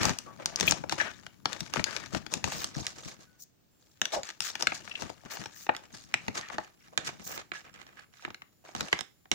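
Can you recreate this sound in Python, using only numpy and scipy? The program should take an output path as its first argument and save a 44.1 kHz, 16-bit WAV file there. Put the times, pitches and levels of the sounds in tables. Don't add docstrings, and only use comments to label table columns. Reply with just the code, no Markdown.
import sys
import numpy as np
from scipy import signal
from scipy.fft import rfft, irfft
from scipy.io import wavfile
from scipy.ndimage import map_coordinates

SR = 44100
rng = np.random.default_rng(int(sys.argv[2]) if len(sys.argv) > 2 else 0)


def wav_record(signal):
    frames = np.transpose(np.atleast_2d(signal))
    bounded = np.clip(frames, -1, 1)
    quanta = np.round(bounded * 32767).astype(np.int16)
    wavfile.write(sys.argv[1], SR, quanta)


N = 411894
TIME = np.arange(N) / SR

# (time [s], level [dB], brightness [dB per octave], extra ring of wall and rim [dB],
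# left over right [dB])
KNOCKS = [(0.0317, -30.5, 2.5, 0, -1.5), (0.0531, -21, 0, -8, 6.5), (0.0938, -27, 0, -4, 10.5),
          (0.1865, -38, 5, -3.5, 4), (0.4581, -29, 4, -2.5, 4.5), (.559, -32.5, 5, -8, 8),
          (0.5992, -31.5, 2.5, -2, 7), (0.6085, -25, 2.5, -2, 9), (0.628, -30.5, -1.5, -2.5, 9),
          (.7098, -29.5, 7, -5, 8), (0.721, -23.5, -0.5, -1.5, 10), (0.8377, -41, -7, -5, 8),
          (.8953, -35.5, 2.5, 3.5, 7), (0.9227, -26.5, -1.5, -4, -0.5), (1.2651, -45, -0.5, 3.5, 5),
          (1.456, -25.5, -.5, 1.5, 6), (1.53, -36.5, 2.5, 2.5, 15.5), (1.6053, -36.5, 3.5, -1, 4),
          (1.7371, -31, 1.5, 0.5, -5), (1.759, -32, -3, -2.5, 8), (1.7687, -41.5, -3, 10, 15),
          (1.7943, -36.5, -4, 4.5, 11), (1.8412, -32.5, 6, 3.5, 16), (1.9643, -35.5, 2.5, 4, 9.5),
          (2.1476, -31, -2.5, 0.5, 11), (2.264, -41, 0, 2.5, 14), (2.3378, -29, 3.5, -2, 2.5),
          (2.441, -27, 0.5, -0.5, 11), (2.475, -35, -2, -12, 8), (2.643, -30.5, 2, -2.5, 0),
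          (2.8668, -40.5, 6.5, 7.5, -1), (4.0156, -26.5, 1.5, 3, 2), (4.0542, -36, 4.5, 6.5, 4.5),
          (4.2324, -42, 3.5, 1.5, 1), (4.302, -46.5, 2.5, 4, 4), (4.4047, -32.5, 4, 0.5, 9),
          (4.5536, -38, 1, 5.5, 6), (4.6236, -28, 3, -5.5, 4.5), (4.6703, -29, 1, 10, 7),
          (4.7198, -39, -5, 5, 2.5), (4.8762, -52.5, -1.5, 10.5, 8), (5.0214, -33.5, -1.5, -6, 6),
          (5.099, -39.5, -3.5, -11, 13), (5.4576, -39, -1.5, -1.5, 4), (5.666, -45.5, -2, 2, 3),
          (5.6914, -33.5, -9, 5.5, 3.5), (5.7484, -48.5, -3, 8.5, -5), (5.765, -48, 5.5, 7, -1),
          (6.1402, -29.5, .5, 8, 1), (6.2811, -33.5, -2.5, 1.5, 0.5), (6.5, -45, -4.5, 3.5, 10),
          (6.5821, -35, -4, 2, 1.5), (6.976, -27.5, 1, 5, -6.5), (7.5172, -45, -3.5, 10, -4.5),
          (7.8151, -52.5, -0.5, 5.5, -9), (8.2494, -41.5, -3, 8, -3), (8.278, -53.5, -9, -11, 1),
          (8.3037, -48.5, -2, 3, -2), (8.3447, -49, .5, 7, 1), (8.4196, -53.5, -2, 8, 4),
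          (8.7495, -34.5, -2, -2, -4), (8.807, -31.5, 1, 2, 0.5), (8.928, -25.5, -1.5, 5.5, 0),
          (8.99, -36.5, 1, 3, -8), (9.008, -35, 2, 1, -13), (9.255, -62, -5, 3, 0),
          (9.315, -25, 1.5, 2.5, -8.5)]
# (frequency [Hz], width [Hz], level [dB])
MODES = [(330, 100, -1.5), (523, 170, -2), (710, 170, 1.5), (980, 230, 0.5), (1355, 280, -0.5),
         (1726, 240, 2), (2272, 300, -1.5), (2832, 490, -3.5), (3690, 510, -0.5), (4307, 420, -3.5),
         (4820, 400, -2.5), (5537, 430, 1.5), (6440, 370, 1), (7190, 800, -6), (9260, 1800, -15),
         (14600, 2100, -20)]


def from_db(db):
    return 10 ** (np.asarray(db) / 20)


def rms_one(x):
    return x / np.sqrt(np.mean(x ** 2) + 1e-20)


def in_time(rows):
    s, *columns = np.transpose(rows)
    return [np.interp(TIME, s, column) for column in columns]


def add(out, s, sound):
    at = max(0, round(s * SR))
    out[:, at:at + sound.shape[1]] += sound[:, :max(0, N - at)]


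def panned(db):
    return rms_one(from_db(np.array([[db], [-db]]) / 2))


def resonate(x, hz, width_hz):
    r = np.exp(-np.pi * width_hz / SR)
    zeros = np.array([1, 0, -1]) * (1 - r * r) / 2
    poles = [1, -2 * r * np.cos(2 * np.pi * hz / SR), r * r]
    return signal.lfilter(zeros, poles, x + 1e-18)


def coloured(x, spectrum):
    hz, db = np.transpose(spectrum)
    size = 4096
    octave = np.log2(np.maximum(np.fft.rfftfreq(size, 1 / SR), 1))
    outside = np.abs(octave - np.clip(octave, np.log2(hz[0]), np.log2(hz[-1])))
    skirt_db = 20 * np.minimum(2 * outside, 2)
    target_db = np.interp(octave, np.log2(hz), db) - skirt_db
    cepstrum = irfft(np.log(from_db(target_db)))
    cepstrum[1:size // 2] *= 2
    cepstrum[size // 2 + 1:] = 0
    response = irfft(np.exp(rfft(cepstrum)))
    return rms_one(signal.oaconvolve(x, response[None], axes=1)[:, :N])


def two_ports(x, alike):
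    alike = np.clip(alike, 0, 1)
    opposed = np.sqrt((1 + alike) / 2) * x[0] * [[1], [-1]]
    return opposed + np.sqrt((1 - alike) / 2) * x[1]


def flicker(rate, spread_db):
    knots = rms_one(from_db(spread_db * rng.standard_normal(4096)))
    return np.interp(TIME * rate, np.arange(len(knots)), knots)


def grains(per_s, spread_db):
    chance = np.broadcast_to(per_s / SR, N)
    draw, size, sign = rng.random(N), rng.random(N), rng.random((2, N))
    at = np.flatnonzero(draw < chance)
    strength = from_db(spread_db * np.minimum(-np.log(size[at]), 3.5))
    out = np.zeros((2, N))
    out[:, at] = (sign[:, at] - .5) * strength / np.sqrt(chance[at])
    return rms_one(out)


def gesture(length, attack_s, release_db_per_s, swell_db=0):
    t = TIME[:round((abs(length) + .2) * SR)]
    hold_db = swell_db * (np.minimum(t / length, 1) - .5)
    release_db = release_db_per_s * np.maximum(t - length, 0)
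    return np.minimum(t / attack_s, 1)[None] * from_db(hold_db - release_db)


def stroke_gains():
    # (time [s], length [s], wall level [dB], hollow against wall [dB],
    # grit against wall [dB], swell from start to end [dB])
    strokes = [(0, .11, -33, -1.5, -2, -5.5), (0.258, 0.066, -58, 9.5, -20, -6.5),
               (.385, 0.17, -52.5, 6.5, -7.5, -2), (.565, 0.15, -42.5, 1, 1.5, 13),
               (0.731, .07, -52, 6, -5.5, -11), (0.906, .04, -41.5, 3.5, 2, -5.5),
               (0.974, 0.12, -36, -5, -9, -9.5), (1.105, 0.16, -59.5, -4, 2.5, -5.5),
               (1.445, .11, -48, 0, -3, -0.5), (1.72, .085, -42.5, -4, -3, -0.5),
               (1.858, .2, -45, -3.5, -4, -7.5), (2.119, .055, -43, -1.5, -1, -10.5),
               (2.309, 0.069, -54, 13.5, 10, -8.5), (2.442, .19, -44.5, -2, 4.5, -0.5),
               (2.633, .07, -56.5, -3, 7, -7), (2.737, .16, -50.5, 1, 6.5, -2.5),
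               (2.949, 0.17, -52, 0, 4.5, 1), (3.186, 0.043, -60, 1, 6, -6),
               (3.792, .17, -76.5, -1, 8.5, 0), (4.017, 0.11, -52.5, -1.5, -1, -1),
               (4.118, 0.046, -39, 3, 4.5, -6), (4.227, 0.071, -45.5, -15, -0.5, -2),
               (4.414, 0.084, -41.5, -14.5, 8, -6), (4.519, .07, -54.5, -3, 0.5, -1.5),
               (4.592, 0.037, -40, 0.5, 1, -5.5), (4.687, .08, -52, -3, 5, 8.5), (4.8, 0.25, -55, -6, 0, 4),
               (4.982, .035, -45, -1.5, 1, 7), (5.03, .07, -50, -1, 0, -3),
               (5.226, 0.055, -57.5, 3.5, -4, 1), (5.297, .17, -45.5, -3.5, 1, -11),
               (5.515, .13, -57, -13, 4.5, -1), (5.701, 0.15, -61, 2, -3.5, -2.5),
               (5.923, 0.13, -59, -4, 6.5, -12.5), (6.337, 0.044, -43, -0.5, 0.5, 10),
               (6.394, 0.16, -49.5, -14, -14, 0), (6.509, 0.025, -44, -2, -5, 7),
               (6.581, 0.098, -57, -5, -5, -5), (6.79, .085, -61, -15, -4.5, 6.5),
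               (6.916, .03, -64, 5, -20, -0.5), (6.978, .06, -54, 3.5, -12, 0.5),
               (7.044, .03, -41.5, -11, 4.5, -3), (7.07, 0.022, -43.5, -3, -17, -2),
               (7.188, .04, -55, 1.5, 3, 0.5), (7.257, 0.14, -43.5, -4, -8, 3.5),
               (7.528, .06, -44, -10, -3, -0.5), (7.64, .04, -48.5, -6, -17, 1.5),
               (7.726, .095, -55, -6, -8, 2.5), (7.85, .18, -56, -8, -11, 3.5),
               (8.119, .11, -61, -16, -0.5, 7), (8.221, .035, -51.5, -5, -9, 6),
               (8.637, .09, -54, 1, -4.5, 2.5), (8.75, 0.14, -48, 1.5, 2, -1.5),
               (8.909, .105, -47, -2, -5, -11), (9.315, 0.027, -51.5, 11.5, 13, -6)]
    # (time [s], level [dB])
    rustle_curve = [(0, -45.5), (.33, -67.5), (.75, -59.5), (1.42, -72), (1.55, -53), (2.2, -62),
                    (2.7, -58.5), (3.35, -72.5), (3.55, -88.5), (4.3, -70.5), (4.7, -59), (5.2, -64),
                    (6.05, -67.5), (6.25, -57), (6.75, -76), (7.15, -60), (7.48, -78.5), (9.3, -84.5)]
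    rustle_parts_db = [-1.5, 0.5, 0]
    attack_s, release_db_per_s = 0.011, 521
    rustle, = in_time(rustle_curve)
    power = from_db(rustle + np.array(rustle_parts_db)[:, None]) ** 2
    for s, length, db, hollow_db, grit_db, swell_db in strokes:
        parts = from_db(db + np.array([[hollow_db], [0], [grit_db]]))
        add(power, s, (parts * gesture(length, attack_s, release_db_per_s, swell_db)) ** 2)
    return np.sqrt(power)


def scraping(strokes, hollow_db=-1, wall_db=-1, grit_db=-1, slips_per_s=1300, spread_db=3.5,
             judder_db=4.5, clump_db=2.27, smear=.5, catch_db=-6, alike=0.23):
    # (frequency [Hz], density [dB per Hz])
    hollow_colour = [(250, -9.5), (380, -4), (600, -1), (1000, -6.5), (1300, -12.5)]
    wall_colour = [(900, -15.5), (1200, 1.5), (1720, 3.5), (2200, 0.5), (3000, -3), (3800, -13.5)]
    grit_colour = [(2600, -22), (3400, -5), (4400, -0.5), (5600, 0.5), (6700, 1.5), (8000, -6.5),
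                   (10500, -15), (15500, -23)]
    hollow, wall, grit = 20 * np.log10(strokes)
    gains = from_db([hollow + hollow_db, wall + wall_db, grit + grit_db])
    per_s = np.clip(slips_per_s * from_db(.7 * (wall + 51)), 1200, 12000)
    slips = grains(per_s, spread_db) + smear * rng.standard_normal((2, N))
    friction = two_ports(slips, alike) * flicker(130, judder_db)
    rub = sum(gain * flicker(45, clump_db) * coloured(friction, colour)
              for gain, colour in zip(gains, (hollow_colour, wall_colour, grit_colour)))
    catches, dealt = grains(per_s / 2, 3.5), rng.integers(0, len(MODES), N)
    rings = np.zeros((3, 2, N))
    for k, (hz, width_hz, db) in enumerate(MODES):
        part = np.searchsorted([1100, 3200], hz)
        ring = resonate(catches * (dealt == k), hz, width_hz * .6)
        rings[part] += from_db(db) / np.sqrt(width_hz) * ring
    caught = sum(gain * rms_one(ring) for gain, ring in zip(gains, rings))
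    return 0.77 * rub + from_db(catch_db) * caught


def handling(rumble_db=0, left_db=9, alike=0.39):
    # (time [s], level [dB])
    grip = [(0, -58.5), (.9, -47.5), (1.35, -62), (1.55, -54.5), (2.3, -51), (2.65, -53.5), (3.15, -59.5),
            (3.6, -84), (4.3, -78), (4.65, -55), (5.7, -67), (6.3, -55.5), (6.75, -71), (7.1, -55.5),
            (7.5, -70), (7.8, -61), (8.5, -87.5), (9.3, -81.5)]
    # (time [s], length [s], level [dB])
    finger_bumps = [(0, 0.12, -32.5), (0.604, 0.12, -36), (0.784, 0.015, -41), (0.914, 0.013, -36),
                    (1.041, .02, -49), (1.606, 0.017, -41.5), (1.769, 0.04, -32), (2.128, .045, -34),
                    (2.356, 0.026, -41), (2.435, 0.043, -33.5), (2.539, 0.056, -42.5),
                    (2.757, 0.056, -37.5), (3.054, 0.017, -40), (4.165, 0.034, -51), (5.015, 0.034, -41.5),
                    (5.245, 0.019, -48), (5.387, 0.031, -43.5), (5.927, 0.014, -45), (6.278, 0.012, -32.5),
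                    (6.34, 0.059, -53), (6.536, 0.059, -46.5), (7.026, 0.061, -51), (7.193, .02, -49),
                    (7.257, 0.165, -57), (8.269, 0.04, -50), (8.742, 0.1, -45.5)]
    # (frequency [Hz], density [dB per Hz])
    rumble_colour = [(25, -13.5), (45, -14), (75, -4.5), (120, -0.5), (210, -1.5), (320, -7.5), (480, -21)]
    attack_s, release_db_per_s = .008, 562.5
    thump_db, thump_s = -11, 0.0084
    power = from_db(in_time(grip)) ** 2
    thumps = []
    for s, db, brightness_db, ring_db, pan_db in KNOCKS:
        lowest_db = group_levels(db, brightness_db, ring_db)[0]
        thumps.append((s, thump_s, min(db, lowest_db) + thump_db))
    for s, length, db in finger_bumps + thumps:
        add(power, s, (from_db(db) * gesture(length, attack_s, release_db_per_s)) ** 2)
    texture = two_ports(grains(900, 0.94) + .5 * rng.standard_normal((2, N)), alike)
    return from_db(rumble_db) * np.sqrt(power) * panned(left_db) * coloured(texture, rumble_colour)


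def background():
    # (frequency [Hz], density [dB per Hz])
    air_colour = [(30, -3), (120, 4.5), (300, -0.5), (1000, -15), (2500, -18), (6500, -18), (10000, -25),
                  (13500, -27.5), (15000, -15)]
    # (time [s], fundamental [Hz])
    whine_pitch = [(0, 3589.5), (3.3, 3589.5), (3.72, 3697), (5.5, 3626.5), (7.4, 3590.5), (7.5, 3697.5),
                   (8.4, 3541), (9.3, 3582.5)]
    # (multiple of the fundamental, level [dB])
    whine_orders = [(2, -81.5), (3, -81), (4, -82.5)]
    # (start [s], end [s])
    whine_pause = (3.32, 3.71)
    air_db, hiss_db, hiss_hz = -68, -81, 15000
    hz, = in_time(whine_pitch)
    running = (TIME < whine_pause[0]) | (TIME > whine_pause[1])
    phase = 2 * np.pi * np.cumsum(hz) / SR
    whine = running * sum(from_db(db) * np.sqrt(2) * np.sin(round(k) * phase) for k, db in whine_orders)
    narrow = resonate(rng.standard_normal((2, N)), hiss_hz, 1000)
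    hiss = flicker(8, 2) * rms_one(resonate(narrow, hiss_hz, 1000))
    air = coloured(rng.standard_normal((2, N)), air_colour)
    return from_db(air_db) * air + from_db(hiss_db) * hiss + whine


def rasps():
    # (time [s], length [s], level [dB])
    rasp_strokes = [(0.023, 0.087, -48.5), (0.662, .04, -35.5), (2.5, 0.17, -48), (3.382, 0.066, -50),
                    (4.407, 0.1, -47), (5.3, 0.068, -45), (5.537, 0.14, -49), (7.227, 0.16, -42.5)]
    # (frequency [Hz], density [dB per Hz])
    rasp_colour = [(3800, -11), (6300, 3), (8000, -6), (11000, -11.5), (13500, -7.5), (14600, 3.5),
                   (15400, 4.5), (16000, -20.5)]
    level = np.zeros((1, N))
    for s, length, db in rasp_strokes:
        add(level, s, from_db(db) * signal.windows.tukey(round(length * SR), .5)[None])
    return level * coloured(rng.standard_normal((2, N)) * flicker(300, 4.6), rasp_colour)


def group_levels(db, brightness_db, ring_db):
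    mode_groups = [(-1.85, 0), (-0.75, 1.34), (0.8, 0.76), (1.9, 0)]
    octaves, share = np.transpose(mode_groups)
    return db + brightness_db * octaves + ring_db * share


def knocks(rows, chatter=0.33, detune=0.076, uneven_db=3, alike=0.34, group_db=(-2, -2, -2, -2)):
    group_borders_hz = [1100, 2600, 4500]
    contact_at_neutral_ms, halving_db = 4.23, 9
    out, ms = np.zeros((2, N)), np.arange(1024) / SR * 1000
    groups = np.searchsorted(group_borders_hz, [hz for hz, width, db in MODES])
    edges = [150, *group_borders_hz, 13000]
    bands = [signal.butter(2, [low * .8, high * 1.1], "band", fs=SR)
             for low, high in zip(edges, edges[1:])]
    span = .005 * SR
    for s, level_db, brightness_db, ring_db, pan_db in rows:
        levels = group_levels(level_db, brightness_db, ring_db)
        contact_ms = contact_at_neutral_ms * .5 ** (brightness_db / halving_db)
        noise = two_ports(rng.standard_normal((2, len(ms))), alike)
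        force = chatter * (contact_ms / 4) * noise * np.exp(-ms / (0.35 * contact_ms))
        force[:, 0] += [1, -1]
        rings = np.zeros((len(levels), 2, len(ms)))
        for k, (hz, width_hz, db) in enumerate(MODES):
            strength = from_db(db + uneven_db * (2 * rng.random((2, 1)) - 1)) * (-1) ** k
            spot_hz = hz * np.exp(detune * (2 * rng.random() - 1))
            rings[groups[k]] += strength * resonate(force, spot_hz, width_hz)
        for db, trim, ring, band in zip(levels, group_db, rings, bands):
            ring = signal.lfilter(*band, ring)
            energy = np.sum(ring ** 2, axis=1, keepdims=True)
            strength = from_db(db + trim) / np.sqrt(energy / span)
            add(out, s, panned(pan_db) * strength * ring)
    return out


def light_taps(wall_gain, bearing):
    taps_per_s, over_scrape_db, spread_db = 9, 2.5, 2
    draws = rng.random((200, 4))
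    times = np.cumsum((.5 + draws[:, 0]) / taps_per_s)
    rows = []
    for s, (size, brightness, ring) in zip(times, 2 * draws[:, 1:] - 1):
        if s < TIME[-1]:
            at = int(s * SR)
            db = 20 * np.log10(wall_gain[at]) + over_scrape_db + spread_db * size
            rows.append((s, db, spread_db * brightness, spread_db * ring, bearing[at]))
    return rows


def tones(rows, waver, glide, rough):
    out = np.zeros((2, N))
    for s, length, hz, db in rows:
        age = TIME[:SR // 5] / length
        wobble = rms_one(resonate(rng.standard_normal(len(age)), 120, 300))
        pitch = hz * (1 + waver * wobble) * np.exp(-glide * np.minimum(age, 2))
        phase = 2 * np.pi * np.cumsum(pitch) / SR
        noise = rng.standard_normal((2, len(age)))
        edge = rms_one(resonate(resonate(noise, hz, hz / 2), hz, hz / 2))
        swell = np.minimum(age * 6, 1) * np.exp(-age ** 2)
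        body = np.sin(phase + np.array([[0], [1]]))
        add(out, s, from_db(db) * swell * (body + rough * edge))
    return out


def squeaks():
    # (time [s], length [s], starting pitch [Hz], level of the swell [dB])
    squeak_rows = [(.255, 0.067, 1150, -48), (.676, 0.0077, 2510, -15), (.677, .015, 3285, -24),
                   (.999, 0.018, 1737, -18), (1.08, .025, 1510, -41), (1.865, 0.028, 1646, -35),
                   (3.26, 0.11, 1500, -68), (4.913, .008, 2710, -31), (4.953, .007, 2740, -26),
                   (6.425, 0.029, 1870, -42.5), (7.548, 0.027, 1703, -39)]
    return tones(squeak_rows, waver=.03, glide=0.02, rough=.45)


def plops():
    # (time [s], length [s], starting cavity pitch [Hz], level of the swell [dB])
    plop_rows = [(4.133, 0.023, 680, -32.5), (4.159, 0.036, 611, -30.5), (5.69, .005, 980, -23.5),
                 (6.583, 0.011, 760, -30)]
    return tones(plop_rows, waver=.23, glide=.1, rough=1)


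def kitchen(x, early_db=-15, early_s=0.0039, tail_db=-17):
    t60_s, wall_cut_hz = 0.28, 8400
    t = TIME[:SR // 2]
    dull = signal.butter(2, wall_cut_hz, fs=SR, output="sos")
    early, late = signal.sosfilt(dull, rng.standard_normal((2, 2, len(t))))
    early = early * (t > .002) * np.exp(-t / early_s)
    late = late * (t > .006) * from_db(-60 * t / t60_s)
    response = from_db(early_db) * rms_one(early) + from_db(tail_db) * rms_one(late)
    return signal.oaconvolve(x, response / np.sqrt(len(t)), axes=1)[:, :N]


def scene():
    # (time [s], left over right [dB])
    bearing_curve = [(0, 4.5), (1.2, 9.5), (2.1, 10.5), (2.8, -.5), (4, 3.5), (5.2, 6.5), (6, 2), (6.8, -1),
                     (8, -4), (9.3, 0.5)]
    lag_s, lag_s_per_db = .00008, .00003
    bearing, = in_time(bearing_curve)
    sides = from_db(np.array([bearing, -bearing]) / 2)
    sides = sides / np.sqrt(np.mean(sides ** 2, axis=0))
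    strokes = stroke_gains()
    rubbing = scraping(strokes) + rasps() + squeaks() + plops()
    left, right = knocks(KNOCKS + light_taps(strokes[1], bearing)) + sides * rubbing
    lag = (lag_s + lag_s_per_db * bearing) * SR
    bowl = np.array([left, map_coordinates(right, [np.arange(N) - lag], order=3)])
    return bowl + kitchen(bowl) + handling() + background()


def record(dry):
    cutoff_hz = 16300
    dull = dry - 0.39 * resonate(dry, 11420, 4000)
    return signal.sosfilt(signal.ellip(8, .3, 95, cutoff_hz, fs=SR, output="sos"), dull)


dry = scene()
out = record(dry)
wav_record(out)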